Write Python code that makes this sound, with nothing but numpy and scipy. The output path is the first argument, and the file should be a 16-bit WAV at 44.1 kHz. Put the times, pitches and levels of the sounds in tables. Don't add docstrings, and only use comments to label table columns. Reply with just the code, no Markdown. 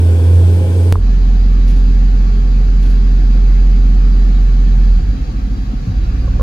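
import sys
import numpy as np
from scipy import signal
from scipy.fft import rfft, irfft
from scipy.io import wavfile
from scipy.ndimage import uniform_filter1d

SR = 44100
rng = np.random.default_rng(int(sys.argv[2]) if len(sys.argv) > 2 else 0)


def inscribe(sig):
    pcm = np.round(np.clip(np.atleast_2d(sig).T, -1, 1) * 32767)
    wavfile.write(sys.argv[1], SR, pcm.astype(np.int16))


N = 283122

# [t/s, firing rate f/Hz, base level/dB of overtone 2, of overtone 4]
FULL_SPEED_IDLE = [(.1, 42.5, -7.5, -37), (.2, 42.22, -10, -33), (.37, 43.58, -6, -36.5),
                   (.5, 43.92, -6.5, -26.5), (.68, 44.13, -11, -29.5), (.82, 43.98, -8.5, -33.5)]
# [t/s, firing rate f/Hz, firing level/dB, uneven firing level/dB]
HALF_SPEED_IDLE = [(1.15, 21.75, -8, -42.5), (1.75, 21.62, -7, -37.5), (2.05, 21.8, -7.6, -44),
                   (2.35, 21.9, -8.5, -42), (2.7, 21.72, -8, -43.5), (3.3, 21.62, -7, -41.5),
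                   (3.85, 21.8, -6.5, -40), (4.2, 21.75, -7.5, -39), (4.5, 21.6, -7.5, -42),
                   (4.8, 21.65, -7, -37), (4.91, 21.5, -5.5, -18), (5.05, 16.7, -2, -7),
                   (5.13, 15.2, -6.5, -7.5), (5.155, 15.3, -5, -21), (5.21, 15.3, -2.5, -16),
                   (5.3, 14.3, -8.5, -19), (5.42, 12.3, -5.5, -16.5), (5.66, 12.5, -7.5, -19),
                   (5.76, 12.1, -8.5, -15), (5.85, 15.3, -19.5, -22), (5.97, 15, -6, -11.5),
                   (6.05, 17.1, -3, -10), (6.17, 18.1, -7.5, -4.5), (6.31, 19.2, -7.5, -4),
                   (6.4, 20, -6.5, -2.5)]
# [start t/s, end t/s]
SPEED_CHANGE = (0.901, 1.04)
# [f/Hz, relative level/dB]
RUMBLE_SHAPE = [(30, -39.5), (52, -17), (75, -16), (110, -14), (170, -19.5), (240, -19), (262, -13),
                (276, -24.5), (345, -27), (375, -34.5), (420, -33.5), (520, -38.5), (570, -47), (800, -69)]
# [f/Hz, relative level/dB per Hz]
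BAY_SHAPE = [(260, -28.5), (450, -3.5), (534, -2.5), (567, -11.5), (770, -7.5), (1030, -10.5), (1200, -8.5),
             (1700, -13.5), (3530, -19.5), (4850, -19), (5690, -22.5), (6910, -23), (8300, -43),
             (10800, -73), (18300, -120)]
# [f/Hz, width/Hz, boost level/dB]
RINGING_PANELS = [(204, 16, 7), (330, 16, 4), (410, 16, 3.5), (752, 50, 5), (1155, 60, 3), (1700, 200, 4),
                  (2302, 40, 3), (2500, 250, 2), (2658, 30, 4), (3300, 150, 3), (3883, 40, 9),
                  (4031, 50, 7), (4285, 60, 4), (4680, 90, 4), (4788, 80, 6.5), (5240, 50, 4)]
# [f/Hz, likeness 0-1]
LEFT_RIGHT_LIKENESS = [(60, 0.89), (250, 0.96), (450, 0.6), (750, 0.7), (950, 0.95), (1500, 0.17),
                       (2500, 0.3), (3300, 0.02), (4600, 0.7), (6500, 0)]
# [f/Hz, left minus right level/dB]
LEFT_RIGHT_TILT = [(60, 0.5), (180, 1.5), (550, 0.5), (1650, 2.5), (4970, -2.5), (15000, 0.5)]
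# [f/Hz, relative level/dB per Hz]
FIZZ_SHAPE = [(4590, -28), (7800, -8.5), (8630, -22.5), (10500, 9.5), (12000, 2.5), (12600, -16),
              (13300, -27), (14300, -6), (15600, 0.5)]
# [t/s, base level/dB, fading time constant/s]
RUSTLE_EVENTS = [(1.67, -35, 0.042), (1.76, -40, 0.028), (2.8044, -48, 0.031), (2.824, -38.5, 0.025),
                 (2.85, -45, 0.026), (2.894, -41, 0.027), (2.923, -55, 0.03)]
# [f/Hz, relative level/dB per Hz]
RUSTLE_SHAPE = [(1470, -30), (2500, 1.5), (4790, -2.5), (7020, -7.5), (8310, -23), (10300, -5.5),
                (12500, -19), (13300, -19), (15000, -11), (15600, -14)]
# [t/s, base level/dB]
TRIM_KNOCKS = [(6.276, -20), (6.395, -12.5), (6.408, -11)]
# [f/Hz, relative level/dB, time to fall 60 dB/s]
TRIM_MODES = [(515, 0, .035), (1090, -4, .028), (1380, -17, .04), (1700, -19, .026)]
PURR_MULTIPLES = (5, 6, 7, 10, 11, 13, 14, 15, 19, 21, 24, 25, 28, 29, 30, 31, 32, 35, 37, 38, 39, 40, 41,
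                  42, 43, 45, 48, 53, 57, 60, 61, 72, 76)
PURR_LEVELS = (-54, -46, -39, -44, -35, -46, -44, -43, -48, -48, -36, -47, -36, -44, -44, -49, -38, -44,
               -40, -38, -48, -47, -42, -45, -43, -44, -44, -55, -57, -49, -57, -57, -48)
BOOM_MULTIPLES = (2, 4)
LUMP_MULTIPLES = (3, 5, 6)
LUMP_LEVELS = (0, -3, -2)
# [f/Hz, level/dB]
PASSAGE_TO_SEAT = [(24, -41), (29, -20), (33, -11), (37, -5.5), (43.5, 0), (50, -6), (60, -12.5),
                   (75, -15.5), (90, -17.5), (130, -22.5)]
# [t/s, level/dB]
OVERTONE_4_LEVEL = [(1.2, -3.5), (1.8, -3.5), (2.6, -5.5), (3.7, -9), (4.3, -8.5), (4.9, -5)]
# [t/s, base level/dB, f/Hz, upper mode level/dB, cycles of f to fall 60 dB]
KNOCK_AND_SHUDDERS = [(.9556, 0, 1060, -30, 8), (5.734, 0, 225, -20, 7.5), (5.872, 13, 108, -6, 4.5),
                      (5.8985, 13.5, 90, -9, 4.2)]
# [f/Hz, base level/dB]
WHINE_TONES = [(353, -59), (366, -58), (492, -61), (525, -62), (603, -68), (658, -68), (674, -63),
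               (728, -64), (758, -62), (794, -66), (841, -68), (899, -66), (986, -69), (1058, -66),
               (1156, -66)]

FAST, SLOW = 2, 1
FIRINGS_PER_TURN = 4
LUMP_LAG = 0.32
LEAD_S, LEAD_FROM_HZ = 0.000465, 152
CABIN_HZ, CABIN_WIDTH_HZ = 43.3, 5
FULL_RUMBLE_DB, FULL_BAY_DB = -28.5, -41
HALF_RUMBLE_DB, HALF_BAY_DB = -29.5, -41
SINK_DB_PER_OCTAVE = 3
FIZZ_DB = -67
JUMP_S, JUMP_DB = 0.925, -2.5
EDGE_HZ = 15900


def amp(db):
    return 10 ** (np.asarray(db) / 20)


def evened(x):
    return x / np.sqrt(np.mean(x ** 2) + 1e-20)


def read(points, hz):
    f, value = np.transpose(points)
    return np.interp(np.log(hz + 1), np.log(f + 1), value)


def columns(rows):
    s, *values = np.transpose(rows)
    return [np.interp(np.arange(N) / SR, s, v) for v in values]


def add(mix, s, sound):
    part = mix[round(s * SR):][:len(sound)]
    part += sound[:len(part)]


def sides(left_db):
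    return amp(left_db * np.array([[1], [-1]]))


def wander(per_s):
    t = np.arange(0, N + 256, 256) / SR
    speeds = np.geomspace(per_s / 10, per_s, 20)
    slow = sum(np.sin(2 * np.pi * (f * t + rng.random())) / np.sqrt(f) for f in speeds)
    return np.interp(np.arange(N) / SR, t, evened(slow))


def shaped(spectrum):
    hz = np.fft.rfftfreq(N, 1 / SR)
    return evened(irfft(rfft(rng.standard_normal(N)) * amp(read(spectrum, hz)), N))


def overtones(firing_hz, multiples, levels_db, uneven_db, lag=0):
    turns = np.cumsum(firing_hz) / SR
    out = np.zeros(N)
    for k, db in zip(multiples, levels_db):
        waver_db = uneven_db * wander(12.0)
        pipe_delay = k * k / 4 + 2 * np.pi * lag * (k - BOOM_MULTIPLES[1])
        angle = 2 * np.pi * k * turns - pipe_delay + waver_db / 4
        out += amp(db + waver_db) * np.sqrt(2) * np.cos(angle)
    return out


def noise(spectrum, pace, patchy_db, size):
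    hop = size // 4
    frames = N // hop + 5
    hz = np.fft.rfftfreq(size, 1 / SR) / pace
    a, b, c, d, patches = rng.standard_normal((frames, len(hz), 5)).T
    patches = uniform_filter1d(patches, size=9, axis=0)
    patches = evened(uniform_filter1d(patches, size=5, axis=1))
    rings_db = sum(db / (1 + (2 * (hz - f) / width) ** 2) for f, width, db in RINGING_PANELS)
    ripple = rng.standard_normal((2, len(hz)))
    echoes_db = 2.1 * evened(ripple - uniform_filter1d(ripple, size=5))[..., None]
    same = np.clip(read(LEFT_RIGHT_LIKENESS, hz), 0, 1)[:, None]
    late = np.exp(-2j * np.pi * LEAD_S * np.maximum(hz - LEAD_FROM_HZ, 0))[:, None]
    left = a + 1j * b
    right = same * late * left + np.sqrt(1 - same ** 2) * (c + 1j * d)
    tilt = amp(read(LEFT_RIGHT_TILT, hz) / 2)[:, None]
    colour_db = (read(spectrum, hz) + rings_db)[:, None]
    z = np.array([left * tilt, right / tilt]) * amp(colour_db + patchy_db * patches + echoes_db)
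    out = signal.istft(z, nperseg=size, noverlap=size - hop)[1][:, :N]
    return out / np.sqrt(np.mean(out.mean(0) ** 2))


def purr(firing_hz, waver_db):
    turns = np.cumsum(firing_hz) / SR / FIRINGS_PER_TURN
    turns = turns + 0.0012 * wander(5.5)
    out = np.zeros((2, N))
    for k, db in zip(PURR_MULTIPLES, PURR_LEVELS):
        wave = np.cos(2 * np.pi * (k * turns + rng.random()))
        line = amp(db + waver_db * wander(8.6)) * np.sqrt(2) * wave
        out += sides(rng.uniform(-2.4, 2.9)) * line
    return out


def whines(pace):
    t = np.arange(N) / SR
    out = np.zeros((2, N))
    for hz, db in WHINE_TONES:
        angle = 2 * np.pi * (pace * hz * t + rng.random()) + 0.6 * wander(5.0)
        tone = amp(db + 2.5 * wander(4.0)) * np.sqrt(2) * np.cos(angle)
        out += sides(rng.uniform(-1, 2.8)) * tone
    return out


def full_speed():
    hz, boom_db, octave_db = columns(FULL_SPEED_IDLE)
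    boom = overtones(hz, BOOM_MULTIPLES, [boom_db, octave_db], 0.59) * sides(-0.75)
    rumble = amp(FULL_RUMBLE_DB) * noise(RUMBLE_SHAPE, FAST, 1.0, size=2048)
    bay = amp(FULL_BAY_DB) * noise(BAY_SHAPE, FAST, 1.4, size=2048)
    cylinders = purr(uniform_filter1d(hz, size=SR), 1.9)
    return boom + rumble + bay + cylinders + amp(-3.5) * whines(FAST)


def cabin(x):
    turn = np.exp(2j * np.pi * CABIN_HZ * np.arange(N) / SR)
    r = np.exp(-np.pi * CABIN_WIDTH_HZ / SR)
    smooth = signal.lfilter([1 - r], [1, -r], x / turn)
    ringing = 2 * (turn * smooth).real
    return 0.4 * x + 0.6 * ringing


def sink_db(hz):
    return SINK_DB_PER_OCTAVE * np.log2(hz / hz[0])


def half_speed():
    hz, firing_db, uneven_db = columns(HALF_SPEED_IDLE)
    sag = np.maximum(hz[0] / hz - 1, 0)
    low, high = BOOM_MULTIPLES
    low_db = firing_db + read(PASSAGE_TO_SEAT, low * hz)
    high_db = firing_db + columns(OVERTONE_4_LEVEL)[0] + read(PASSAGE_TO_SEAT, high * hz)
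    boom = cabin(overtones(hz, [low], [low_db], 0.19 + 0.8 * sag))
    boom -= overtones(hz, [high], [high_db], 0.8 - 0.5 * sag)
    lumps_db = [uneven_db + db + read(PASSAGE_TO_SEAT, k * hz) for k, db in zip(LUMP_MULTIPLES, LUMP_LEVELS)]
    lumps = overtones(hz, LUMP_MULTIPLES, lumps_db, 0.59 + 0.3 * sag, LUMP_LAG)
    rumble = amp(HALF_RUMBLE_DB + 2.5 * sag) * noise(RUMBLE_SHAPE, SLOW, 0.98, size=4096)
    cylinders = amp(0.94 - 6.3 * sag) * purr(hz, 1.1)
    bay = amp(HALF_BAY_DB + sink_db(hz)) * noise(BAY_SHAPE, SLOW, 1.56, size=2048)
    tones = amp(-0.3 - 4.5 * sag) * whines(SLOW)
    return (boom + lumps) * sides(-0.75) + rumble + cylinders + bay + tones


def fizz():
    hz = columns(HALF_SPEED_IDLE)[0]
    return amp(FIZZ_DB + sink_db(hz) + 1.6 * wander(30.0)) * shaped(FIZZ_SHAPE)


def wave_jump():
    out, t = np.zeros(N), np.arange(SR // 4) / SR
    add(out, JUMP_S, -amp(JUMP_DB) * np.exp(-t / 0.0024))
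    return out


def struck(db, modes):
    t = np.arange(SR // 4) / SR
    rings = sum(amp(d - 60 * t / t60) * np.sin(2 * np.pi * f * t) for f, d, t60 in modes)
    onset = (1 - np.exp(-t * modes[0][0] * 1.2)) ** 2
    return amp(db) * onset * rings


def knock_and_shudders():
    out = np.zeros(N)
    for s, db, hz, upper_db, cycles in KNOCK_AND_SHUDDERS:
        t60 = cycles / hz
        modes = [(hz, 0, t60), (0.8 * hz, -16, t60), (1.45 * hz, upper_db, t60)]
        add(out, s, struck(db, modes))
    return out


def rustles():
    swell = np.zeros(N)
    for s, db, fade_s in RUSTLE_EVENTS:
        u = np.arange(0, 6, 1 / (fade_s * SR))
        add(swell, s, amp(db - 5.0) * (1 - np.exp(-u * 4.6)) * np.exp(-u))
    grain = amp(3.1 * evened(uniform_filter1d(rng.standard_normal(N), size=45)))
    return swell * grain * shaped(RUSTLE_SHAPE)


def trim_knocks():
    out = np.zeros(N)
    for s, db in TRIM_KNOCKS:
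        add(out, s, struck(db, TRIM_MODES))
    return out


def scene():
    start, end = SPEED_CHANGE
    slow = np.clip((np.arange(N) / SR - start) / (end - start), 0, 1)
    treble = (fizz() + rustles()) * sides(-0.6)
    before = (1 - slow) ** 1.15 * full_speed()
    after = slow ** 1.58 * (half_speed() + treble)
    return before + after + wave_jump() + knock_and_shudders() + trim_knocks()


def record(dry):
    over = np.maximum(abs(dry) - 0.75, 0)
    rounded = dry - np.sign(dry) * (over - 0.2 * np.tanh(over / 0.2))
    low_pass = signal.firwin(511, EDGE_HZ, window=("kaiser", 9), fs=SR)
    return signal.oaconvolve(rounded, low_pass[None], "same")


dry = scene()
out = record(dry)
inscribe(out)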